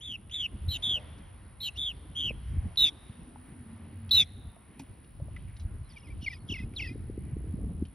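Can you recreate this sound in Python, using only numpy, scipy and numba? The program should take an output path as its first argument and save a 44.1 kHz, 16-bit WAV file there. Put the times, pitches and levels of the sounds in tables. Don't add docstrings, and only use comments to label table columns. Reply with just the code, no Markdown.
import sys
import numpy as np
from scipy import signal
from scipy.fft import rfft, irfft
from scipy.io import wavfile
from scipy.ndimage import uniform_filter1d
from numba import njit

SR = 44100
rng = np.random.default_rng(int(sys.argv[2]) if len(sys.argv) > 2 else 0)


def voltage_ratio(decibels):
    exponent = np.asarray(decibels, float) / 20
    return 10 ** exponent


def store_pcm(level_fs):
    pcm = np.round(np.clip(level_fs, -1, 1) * 32767).astype(np.int16)
    wavfile.write(sys.argv[1], SR, np.atleast_2d(pcm).T)


N = 350154
T = np.arange(N) / SR


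@njit
def svf(x, hz, width):
    y, band, low = np.empty(len(x)), 0., 0.
    for i in range(len(x)):
        g, k = np.tan(np.pi * hz[i] / SR), width / hz[i]
        v = (band + g * (x[i] - low)) / (1 + g * (g + k))
        band, low, y[i] = 2 * v - band, low + 2 * g * v, k * v
    return y


def unit(x):
    return x / np.sqrt(np.mean(x ** 2))


def walk(rate, size=N):
    hold = int(SR / rate)
    steps = np.repeat(rng.standard_normal(size // hold + 1), hold)
    return 1.596 * uniform_filter1d(uniform_filter1d(steps, hold), hold)[:size]


def on_log_hz(table, hz):
    f, value = np.transpose(table)
    return np.interp(np.log(hz + 1), np.log(f + 1), value)


def gusty(colour, centres_hz, flicker_db, flicker_hz):
    out = 0
    for hz in centres_hz:
        band = rng.standard_normal(N)
        for _ in range(2):
            band = svf(band, np.full(N, hz), hz / 2)
        level_db = on_log_hz(colour, hz) + flicker_db * walk(flicker_hz)
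        out = out + voltage_ratio(level_db) * band
    return unit(out)


def throat(hz, width_hz):
    centre = np.full(N, hz)
    return unit(svf(svf(rng.standard_normal(N), centre, width_hz), centre, width_hz))


def field(colour):
    # start_s, level_db
    hush_level = [
        (0.0, -67),
        (0.35, -66.5),
        (0.77, -57.5),
        (1.48, -63),
        (2.99, -61),
        (4.62, -65),
        (5.84, -65),
        (7.94, -65.5),
    ]
    hush = gusty(colour, 250 * 2 ** np.arange(0, 6.1, .5), flicker_db=1.7, flicker_hz=9)
    return voltage_ratio(np.interp(T, *np.transpose(hush_level))) * hush


def truck():
    # start_s, engine_hz, engine_db, tyre_hz, tyre_db
    drone = [
        (3.1, 90, -79, 235.5, -56.5),
        (3.45, 90.5, -54, 247, -54.5),
        (3.8, 92.7, -52.5, 223, -52),
        (4.201, 91.2, -41, 223, -58.5),
        (4.499, 87.2, -58.5, 209, -69),
    ]
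    s, *columns = np.transpose(drone)
    engine_hz, engine_db, tyre_hz, tyre_db = (np.interp(T, s, c) for c in columns)
    width_hz = 25.
    engine = unit(svf(svf(rng.standard_normal(N), engine_hz, width_hz), engine_hz, width_hz))
    tyres = unit(svf(svf(rng.standard_normal(N), tyre_hz, width_hz), tyre_hz, width_hz))
    present = (T > s[0]) & (T < s[-1])
    return present * (voltage_ratio(engine_db) * engine + voltage_ratio(tyre_db) * tyres)


def wind():
    # start_s, rumble_db, flutter_db (over a breeze)
    strength = [(0.0, -52, 2), (.45, -49.5, -2.5), (.9, -46, 2), (1.5, -50, -4), (2.2, -47, 3),
                (2.601, -42.5, -10), (2.899, -54, 5.5), (3.498, -57, 8), (4.2, -54.5, 3.5),
                (4.45, -47.5, -2), (4.6, -58.5, 4.5), (5.049, -55, 4), (5.249, -39, -4.5),
                (5.8, -47.5, -1.5), (6.0, -53.5, -0.5), (6.12, -50, 5), (7.0, -41, 4.5), (7.94, -38, 6.5)]
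    # start_s, rise_db (over the wind), length_s
    gusts = [(0.534, 9.5, 0.012), (0.65, 10.5, 0.089), (1.033, 0, 0.054), (2.319, 8.5, 0.071),
             (2.547, 10.5, 0.062), (2.667, 15.5, 0.035), (2.822, 11, 0.042), (3.114, -9, 0.051),
             (3.221, 15, 0.012), (3.468, 1, 0.053), (4.216, -0.5, 0.032), (4.462, 6, 0.025),
             (4.908, 17, 0.016), (5.212, 0, 0.058), (5.656, 3.5, 0.023), (5.763, 8, 0.12),
             (6.157, 10.5, 0.078), (6.512, 10.5, 0.018), (6.642, 8.5, 0.045), (6.82, 4.5, 0.029),
             (7.363, 4.5, 0.019), (7.643, 7, 0.022), (7.824, 7.5, 0.019), (7.921, -12.5, 0.09)]
    # pitch_hz, density_db (per Hz)
    rumble_colour = [(25, -5.5), (45, 0.5), (75, 5.5), (120, -5.5), (170, -33.5)]
    # pitch_hz, density_db (per Hz)
    flutter_colour = [(120, 3), (180, 6.5), (260, 5.5), (370, -12), (520, -33)]
    s, rumble_db, flutter_db = np.transpose(strength)
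    rumble_db = np.interp(T, s, rumble_db)
    rumble_db = rumble_db + sum(db * np.exp(-((T - at) / span) ** 2) for at, db, span in gusts)
    flutter_db = np.interp(T, s, flutter_db) - 57 + .45 * (rumble_db + 44.5)
    rumble = gusty(rumble_colour, 30 * 2 ** np.arange(0, 2.6, .5), flicker_db=0.7, flicker_hz=15)
    flutter = gusty(flutter_colour, 140 * 2 ** np.arange(0, 2.1, .5), flicker_db=3., flicker_hz=30)
    return voltage_ratio(rumble_db) * rumble + voltage_ratio(flutter_db + 2.65 * walk(26)) * flutter


def eddies():
    # start_s, peak_db, pitch_hz
    small_eddies = [(2.307, -39.5, 300), (2.566, -35, 221), (2.653, -30, 181), (3.094, -42, 177),
                    (4.801, -46, 250), (5.202, -52, 177.4), (6.226, -37, 218), (6.495, -30.5, 209),
                    (6.52, -30, 266), (6.599, -32.5, 176), (6.632, -34, 237), (6.713, -37, 232),
                    (6.912, -33, 238), (6.955, -33.5, 320), (7.097, -29, 320), (7.039, -42, 295),
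                    (7.405, -43, 327), (7.441, -37.5, 324), (7.588, -38.5, 388), (5.149, -44.5, 198),
                    (7.176, -27.5, 307), (7.319, -39, 195), (7.365, -31, 300), (7.469, -38, 230.4),
                    (7.537, -24.5, 185), (7.615, -37, 193.5), (7.665, -31, 185), (7.746, -44, 303),
                    (7.821, -20.5, 240)]
    # start_s, peak_db, pitch_hz
    thumps = [
        (0.528, -31, 66),
        (0.672, -21, 77.5),
        (2.564, -34, 52.7),
        (2.571, -21, 72),
        (3.092, -34, 108),
        (5.214, -26.5, 106),
        (5.635, -25.5, 56.7),
        (6.505, -30, 80.4),
        (6.853, -30, 66.5),
        (7.325, -24.5, 108),
    ]
    cycles = 1.053
    out = np.zeros(N)
    for s, db, hz in small_eddies + thumps:
        turns = (T - s) * hz - cycles
        out += voltage_ratio(db) * np.exp(-(turns / (0.6 * cycles)) ** 2) * np.sin(2 * np.pi * turns)
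    return out


def ticks():
    # start_s, peak_db, ring_hz, decay_s (to -60 dB)
    strikes = [(.296, -55, 2770, 0.078), (.824, -47, 3870, 0.029), (1.77, -52, 3970, .07),
               (2.758, -47.5, 3290, 0.021), (4.092, -48.5, 3333, 0.045), (6.737, -54, 2310, 0.029),
               (1.183, -57.5, 3550, 0.045), (2.307, -41.5, 496, 0.025), (3.359, -47, 860, 0.015),
               (4.565, -56, 680, 0.036), (.95, -51.5, 576, 0.57), (5.474, -64.5, 2130, 1),
               (4.794, -49, 2450, 0.072), (4.794, -48, 5500, 0.078), (4.797, -52.5, 890, 0.037),
               (4.799, -47.5, 270.6, 0.146), (5.044, -60, 2820, 0.046), (5.2, -51, 567, 0.063),
               (5.283, -54.5, 580, 0.053), (5.364, -43.5, 2010, 0.045), (5.566, -53, 3634, 0.049),
               (5.597, -55, 3990, 0.12), (7.852, -54, 3060, 0.057)]
    out, t = np.zeros(N), np.arange(16384) / SR
    for s, db, hz, t60 in strikes:
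        noise = rng.standard_normal(len(t))
        centre, width = np.full(len(t), 1. * hz), hz * (.3 + (hz / 4500) ** 2)
        skirt = unit(svf(svf(noise, centre, width), centre, width))
        knock = 3. * np.exp(-hz / 2500.) * (t60 < .2) * np.sin(2 * np.pi * hz * t)
        decay = np.exp(-np.log(1000) * t / t60) * np.minimum(t / (0.0055 * t60), 1)
        i = int(s * SR)
        out[i:i + len(t)] += voltage_ratio(db) * ((skirt + knock) * decay)[:N - i]
    return out


def thin_hiss():
    # start_s, level_db
    hiss_level = [
        (0, -102),
        (2.9, -102),
        (3.05, -87),
        (5.0, -87),
        (5.65, -89),
        (5.75, -102),
        (7.94, -102),
    ]
    hiss = unit(throat(15500., 500.) + .35 * throat(12400., 1400.))
    return voltage_ratio(np.interp(T, *np.transpose(hiss_level)) + 4 * walk(14)) * hiss


def katydid():
    # start_s, level_db, chorus_db (blurred chorus over the near insect)
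    rasp_level = [
        (0.0, -62.5, -0.5),
        (0.31, -64, 3.5),
        (0.71, -59.5, 2),
        (1.189, -62.5, 2.5),
        (3.65, -60.5, 4.5),
        (3.821, -63, 0),
        (7.58, -62, -0.5),
        (7.94, -63.5, 0),
    ]
    phase = (66.2 * T + .03 * walk(6) + .5) % 1
    hz = 8900 + 2150 * np.sin(np.pi * phase ** 1.35)
    file_tone = np.sin(2 * np.pi * np.cumsum(hz) / SR)
    teeth = file_tone + .6 * unit(svf(rng.standard_normal(N), hz, 500))
    pressure = np.exp(-((phase - .54) / .17) ** 2) + .35 * np.sin(np.pi * phase)
    stroke = unit(teeth * pressure)
    chorus = unit(svf(rng.standard_normal(N), np.full(N, 9600.), 1200.0))
    wings = signal.ellip(6, 1, 60, [8350, 11250], "bandpass", fs=SR, output="sos")
    s, db, chorus_db = np.transpose(rasp_level)
    share = voltage_ratio(np.interp(T, s, chorus_db))
    rasp = signal.sosfilt(wings, (stroke + share * chorus) / np.hypot(1, share))
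    return unit(rasp) * voltage_ratio(np.interp(T, s, db))


def peeps():
    # start_s, length_s, pitch_hz, level_db
    whistles = [
        (5.84, .05, 4080, -67),
        (6.2, .07, 4280, -62),
        (6.305, .055, 4330, -64),
        (6.39, .05, 4350, -67),
    ]
    out = np.zeros(N)
    for s, span, hz, db in whistles:
        swell = np.sin(np.pi * np.clip((T - s) / span, 0, 1))
        out += voltage_ratio(db) * swell * np.sin(2 * np.pi * hz * T)
    return out


def gurgles():
    # start_s, length_s, start_hz, end_hz, level_db
    side_a = [(5.891, 0.038, 5530, 4290, -58.5), (5.932, 0.026, 4000, 2940, -67),
              (5.959, 0.024, 2400, 2250, -50.5), (6.039, 0.032, 2620, 2450, -63.5),
              (6.067, .012, 2480, 2140, -59), (6.078, 0.018, 2060, 2090, -57),
              (6.099, 0.016, 2220, 2340, -55), (6.119, 0.015, 2360, 2280, -61),
              (6.213, 0.022, 3270, 2740, -52.5), (6.262, 0.026, 2422, 2096, -36.5),
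              (6.309, 0.033, 2170, 1880, -47.5), (6.364, 0.014, 2320, 2165, -55),
              (6.488, 0.027, 3500, 2670, -39.5), (6.541, 0.03, 2412, 2013, -38),
              (6.58, 0.038, 2216, 1906, -47), (6.623, .018, 2080, 2155, -56),
              (6.762, 0.028, 4330, 3114, -37), (6.789, 0.024, 3020, 2070, -37.5),
              (6.825, 0.05, 2210, 1840, -43.5), (6.861, 0.074, 1970, 2080, -53.5)]
    # start_s, length_s, start_hz, end_hz, level_db
    side_b = [(1.757, .016, 2580, 3050, -49), (5.903, 0.033, 2490, 1920, -65.5),
              (5.974, 0.022, 3080, 2700, -59), (6.013, 0.02, 2280, 2220, -62),
              (6.03, .014, 2900, 2800, -65.5), (6.239, 0.018, 3120, 2730, -44.5),
              (6.28, 0.015, 2960, 2740, -53.5), (6.298, 0.022, 2300, 2370, -48),
              (6.322, 0.046, 2700, 2370, -55.5), (6.51, 0.036, 3550, 2610, -36.5),
              (6.549, 0.05, 2950, 2430, -46), (6.598, .046, 2780, 2460, -52.5),
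              (6.804, 0.033, 3065, 2530, -37.5), (6.838, 0.023, 2534, 2720, -46.5),
              (6.855, .045, 2720, 2396, -45.5), (6.899, 0.029, 2420, 2520, -53)]
    # start_s, length_s, start_hz, end_hz, level_db
    strands = [(5.928, .012, 5950, 5650, -65), (5.98, 0.012, 5950, 5560, -69),
               (6.002, 0.013, 5350, 5200, -67), (6.048, 0.019, 5230, 5080, -68.5),
               (6.226, .013, 5500, 5150, -58), (6.242, .012, 6160, 5850, -54),
               (6.288, 0.036, 5320, 5000, -58), (6.317, .022, 6100, 5650, -63),
               (6.331, 0.037, 5130, 4860, -59), (6.3, .012, 3750, 3700, -63.5),
               (6.326, .016, 3730, 3500, -59), (6.788, .026, 6000, 4380, -52),
               (6.822, 0.063, 4800, 4500, -58), (6.847, .065, 5250, 4830, -58)]
    bend = 1.3
    sides, overtones, effort = np.zeros((3, N)), np.zeros(N), np.zeros(N)
    for side, strokes in zip(sides, (side_a, side_b, strands)):
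        for s, span, start_hz, end_hz, db in strokes:
            at = np.arange(int(s * SR), int((s + span) * SR))
            u = np.linspace(0, 1, len(at))
            hz = start_hz + (end_hz - start_hz) * (1 - np.exp(-bend * u)) / (1 - np.exp(-bend))
            p = 2 * np.pi * np.cumsum(hz + 25 * walk(150, len(at))) / SR
            gain = np.sqrt(2) * voltage_ratio(db + 2.6 * walk(205, len(at))) * np.abs(np.sin(np.pi * u)) ** .5
            side[at] += gain * np.sin(p)
            octave = voltage_ratio(-14) / (1 + ((2 * hz - 5500) / 980) ** 2)
            overtones[at] += gain * octave * np.sin(2 * p)
            overtones[at] += gain * voltage_ratio(-38.5) * np.sin(4 * p) * (hz > 2800) * (hz < 3600)
            effort[at] += gain
    rasp = unit(throat(3250.0, 970.0) + .5 * throat(5100.0, 1300.0) + .1 * throat(12900., 1200.))
    airflow = np.sqrt(0.018 * np.abs(uniform_filter1d(effort, size=1600)))
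    rasp *= voltage_ratio(-22.5 + 2.3 * walk(90)) * airflow
    mixed = voltage_ratio(22) * sides[0] * sides[1]
    return sides.sum(axis=0) + overtones + mixed + rasp


def note(row, scoop_hz, scoop_s, sag, attack_db, attack_s, swell_db, release_db, release_s, step_hz=0, step_at=1):
    s, span, top_hz, end_hz, db = row
    at = np.arange(int(s * SR), int((s + span) * SR))
    t = (at - at[0]) / SR
    u = t / span
    hz = top_hz - scoop_hz * np.exp(-t / scoop_s) - (top_hz - end_hz) * u ** sag
    hz = hz - step_hz / (1 + np.exp((step_at - u) / .06))
    db = db - attack_db * np.exp(-t / attack_s) - swell_db * (1 - u)
    db = db - release_db * np.exp((t - span) / release_s)
    edge = np.minimum(np.minimum(t, (span - t) / 4) / .002, 1)
    return at, np.sqrt(2) * edge * voltage_ratio(db), hz, u


def chirps():
    # start_s, length_s, top_hz, end_hz, level_db
    rolling = [
        (0.006, .162, 3710, 2633, -36.5),
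        (0.311, .16, 3785, 2646, -29),
    ]
    # start_s, length_s, top_hz, end_hz, level_db
    level = [
        (0.822, 0.17, 3506, 2540, -27),
        (1.769, 0.158, 3532, 2580, -31.5),
        (2.15, 0.17, 3266, 2360, -29.5),
    ]
    # start_s, length_s, top_hz, end_hz, level_db
    sharp = [
        (2.772, 0.13, 3907, 3710, -20),
        (4.109, 0.13, 3983, 3720, -18),
    ]
    # start_s, length_s, top_hz, end_hz, level_db
    split = [
        (0.683, .092, 4110, 3520, -29.5),
        (1.603, 0.085, 4150, 3610, -29.5),
    ]
    # start_s, length_s, top_hz, end_hz, level_db
    under_split = [
        (0.708, 0.07, 3388, 2866, -30),
        (1.626, 0.076, 3444, 2830, -29.5),
    ]
    # start_s, length_s, top_hz, end_hz, level_db
    under_sharp = [
        (2.785, .115, 2987, 2173, -38),
        (4.135, .105, 2920, 2213, -33),
    ]
    shapes = dict( rolling=dict(scoop_hz=835, scoop_s=0.018, sag=1.7, attack_db=11, attack_s=0.011, swell_db=7.5, release_db=15, release_s=0.0049),
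              level=dict(scoop_hz=675, scoop_s=0.0036, sag=3.9, attack_db=24, attack_s=0.0079, swell_db=1, release_db=21.5, release_s=0.014),
              sharp=dict(scoop_hz=150.3, scoop_s=.012, sag=2.1, step_hz=256, step_at=.5, attack_db=8, attack_s=0.033, swell_db=-4, release_db=23, release_s=0.016),
              split=dict(scoop_hz=350, scoop_s=0.013, sag=2.6, attack_db=13.5, attack_s=0.018, swell_db=0.36, release_db=12.5, release_s=0.037),
              under_split=dict(scoop_hz=26, scoop_s=0.0077, sag=0.5, attack_db=6.5, attack_s=0.015, swell_db=11.5, release_db=16, release_s=0.0073),
              under_sharp=dict(scoop_hz=30, scoop_s=0.023, sag=2.3, attack_db=10, attack_s=.011, swell_db=8.5, release_db=18, release_s=0.011))
    # trill_depth (radians), second_db, third_db (overtones), breath_db
    tones = dict(rolling=[(0.92, -13.5, -22, -23.5), (1.0, -31, -44, -32.5)],
             level=[(1.4, -22.5, -22, -32.5), (.85, -31, -39.5, -39)], sharp=[(2, -26, -23.5, -44),
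             (0.77, -33.5, -28, -31)], split=[(1.4, -23, -16.5, -27), (1.4, -28, -18, -40)])
    # pulsing (0-1), sum_tone_db, rasp_db
    undertones = dict(under_split=(.5, -17, -25), under_sharp=(.7, -10, -10))
    trill_hz = 151
    out, trill, upper = np.zeros(N), np.zeros(N), np.zeros(N)
    air = throat(2500., 1300.)
    rasp = unit(throat(6200., 1500.0) + throat(4700., 900.) + .6 * throat(2200., 1200.))
    for kind, rows in dict(rolling=rolling, level=level, sharp=sharp, split=split).items():
        for row in rows:
            at, gain, hz, u = note(row, **shapes[kind])
            n = len(at)
            depth, second_db, third_db, breath_db = (a + (b - a) * u for a, b in zip(*tones[kind]))
            depth = depth[-1] + (depth[0] - depth[-1]) * np.exp(-u / .22)
            hz = hz + 22 * walk(45, n)
            trill[at] = 2 * np.pi * np.cumsum(trill_hz * (1 + .09 * walk(54, n))) / SR
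            wobble = depth * trill_hz * (1 + 0.21 * walk(80, n)) * np.sin(trill[at])
            upper[at] = p = 2 * np.pi * np.cumsum(hz + wobble) / SR
            gain = gain * (1 + .22 * (1 + .5 * walk(43, n)) * np.sin(trill[at] + 2.0))
            gain = gain * voltage_ratio(1.6 * walk(247.9, n))
            shaky = p + .55 * walk(790, n)
            fourth = np.sin(4 * shaky) * np.clip((hz - 3500) / 200, 0, 1)
            fifth = np.sin(5 * shaky) * np.clip((3400 - hz) / 200, 0, 1)
            voice = np.sin(p) + voltage_ratio(second_db) * np.sin(2 * shaky) + voltage_ratio(third_db) * np.sin(3 * shaky)
            out[at] += gain * (voice + voltage_ratio(-33) * (fourth + fifth) + voltage_ratio(breath_db) * air[at])
    for kind, rows in dict(under_split=under_split, under_sharp=under_sharp).items():
        pulsing, sum_db, harsh_db = undertones[kind]
        for row in rows:
            at, gain, hz, _ = note(row, **shapes[kind])
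            wobble = pulsing * 240 * np.sin(trill[at] + 5.1) + 70 * walk(330, len(at))
            q = 2 * np.pi * np.cumsum(hz + wobble) / SR
            gain = gain * (1 + pulsing * np.sin(trill[at] + 3.8))
            sums = np.sin(q + upper[at]) + 0.2 * np.sin(q + 2 * upper[at])
            mixed = voltage_ratio(sum_db) * np.sqrt(gain.max() / (gain + .05 * gain.max())) * sums
            out[at] += gain * (np.sin(q) + mixed + voltage_ratio(harsh_db) * rasp[at])
    return out


def echoes(x, send):
    t = np.arange(int(.7 * SR)) / SR
    noise = rng.standard_normal(len(t)) + 0.51 * rng.standard_normal((2, len(t)))
    near = voltage_ratio(-25) * np.exp(-t / 0.008) * (t > .002) * (rng.random(len(t)) < .03)
    trees = voltage_ratio(-90.0) * np.exp(-((t - .24) / 0.12) ** 2) + voltage_ratio(-75.0) * np.exp(-t / 0.16)
    early = signal.fftconvolve(x[None], noise * near, axes=1)[:, :N]
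    late = signal.fftconvolve((x * send)[None], noise * trees, axes=1)[:, :N]
    return early + late


def scene():
    # pitch_hz, density_db (per Hz)
    shared_colour = [(250, -4), (900, 1), (1400, -3), (2400, -2.5), (3700, -9.5), (5200, -19),
                     (7000, -29.5), (13000, -46.5)]
    # pitch_hz, density_db (per Hz)
    apart_colour = [(250, 1.5), (500, 8.5), (900, 1), (1400, -1.5), (2400, -8), (3700, -28), (7000, -33),
                    (12000, -50.5)]
    # pitch_hz, left_lead (radians)
    port_phase = [(1600, 0), (2600, .85), (4400, .85), (5500, .2), (7000, 2.9), (10600, 6.2), (12500, 6.9),
                  (15600, 10.8)]
    birds = chirps() + gurgles() + peeps()
    perched = np.where(T < 2.5, voltage_ratio(7.), 1)
    shared = birds + katydid() + thin_hiss() + ticks() + wind() + eddies() + truck() + field(shared_colour)
    lead = on_log_hz(port_phase, np.fft.rfftfreq(N, 1 / SR))
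    ports = irfft(rfft(shared) * np.exp(.5j * np.outer([1, -1], lead)), N)
    apart = voltage_ratio(-4) * field(apart_colour) + voltage_ratio(-15.5) * wind() + voltage_ratio(-13) * katydid()
    return ports + echoes(birds, perched) + np.outer([1, -1], apart)


def gapped(x):
    # low_hz, high_hz
    faint_hz = [4350, 5150]
    # low_hz, high_hz
    loud_hz = [2700, 4100]
    faint = signal.sosfiltfilt(signal.butter(6, faint_hz, "bandpass", fs=SR, output="sos"), x)
    loud = signal.sosfiltfilt(signal.butter(6, loud_hz, "bandpass", fs=SR, output="sos"), x)
    faint_power, loud_power = (uniform_filter1d(np.sum(v ** 2, axis=0), size=1024) for v in (faint, loud))
    silenced = 1. * (faint_power < loud_power * voltage_ratio(2 * -32))
    return x - faint * uniform_filter1d(silenced, size=400)


def roll_off(x):
    return signal.sosfilt(signal.butter(12, 15850, fs=SR, output="sos"), x)


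def record(dry):
    # pitch_hz, gain_db
    capsule = [(1000, 0.5), (11000, -4), (13000, -4.5), (14200, -14.5), (15000, 3), (15800, -1)]
    x = signal.sosfilt(signal.butter(3, 38, "highpass", fs=SR, output="sos"), dry)
    x = irfft(rfft(x) * voltage_ratio(on_log_hz(capsule, np.fft.rfftfreq(N, 1 / SR))), N)
    mix = gapped(x)
    return roll_off(mix)


dry = scene()
out = record(dry)
store_pcm(out)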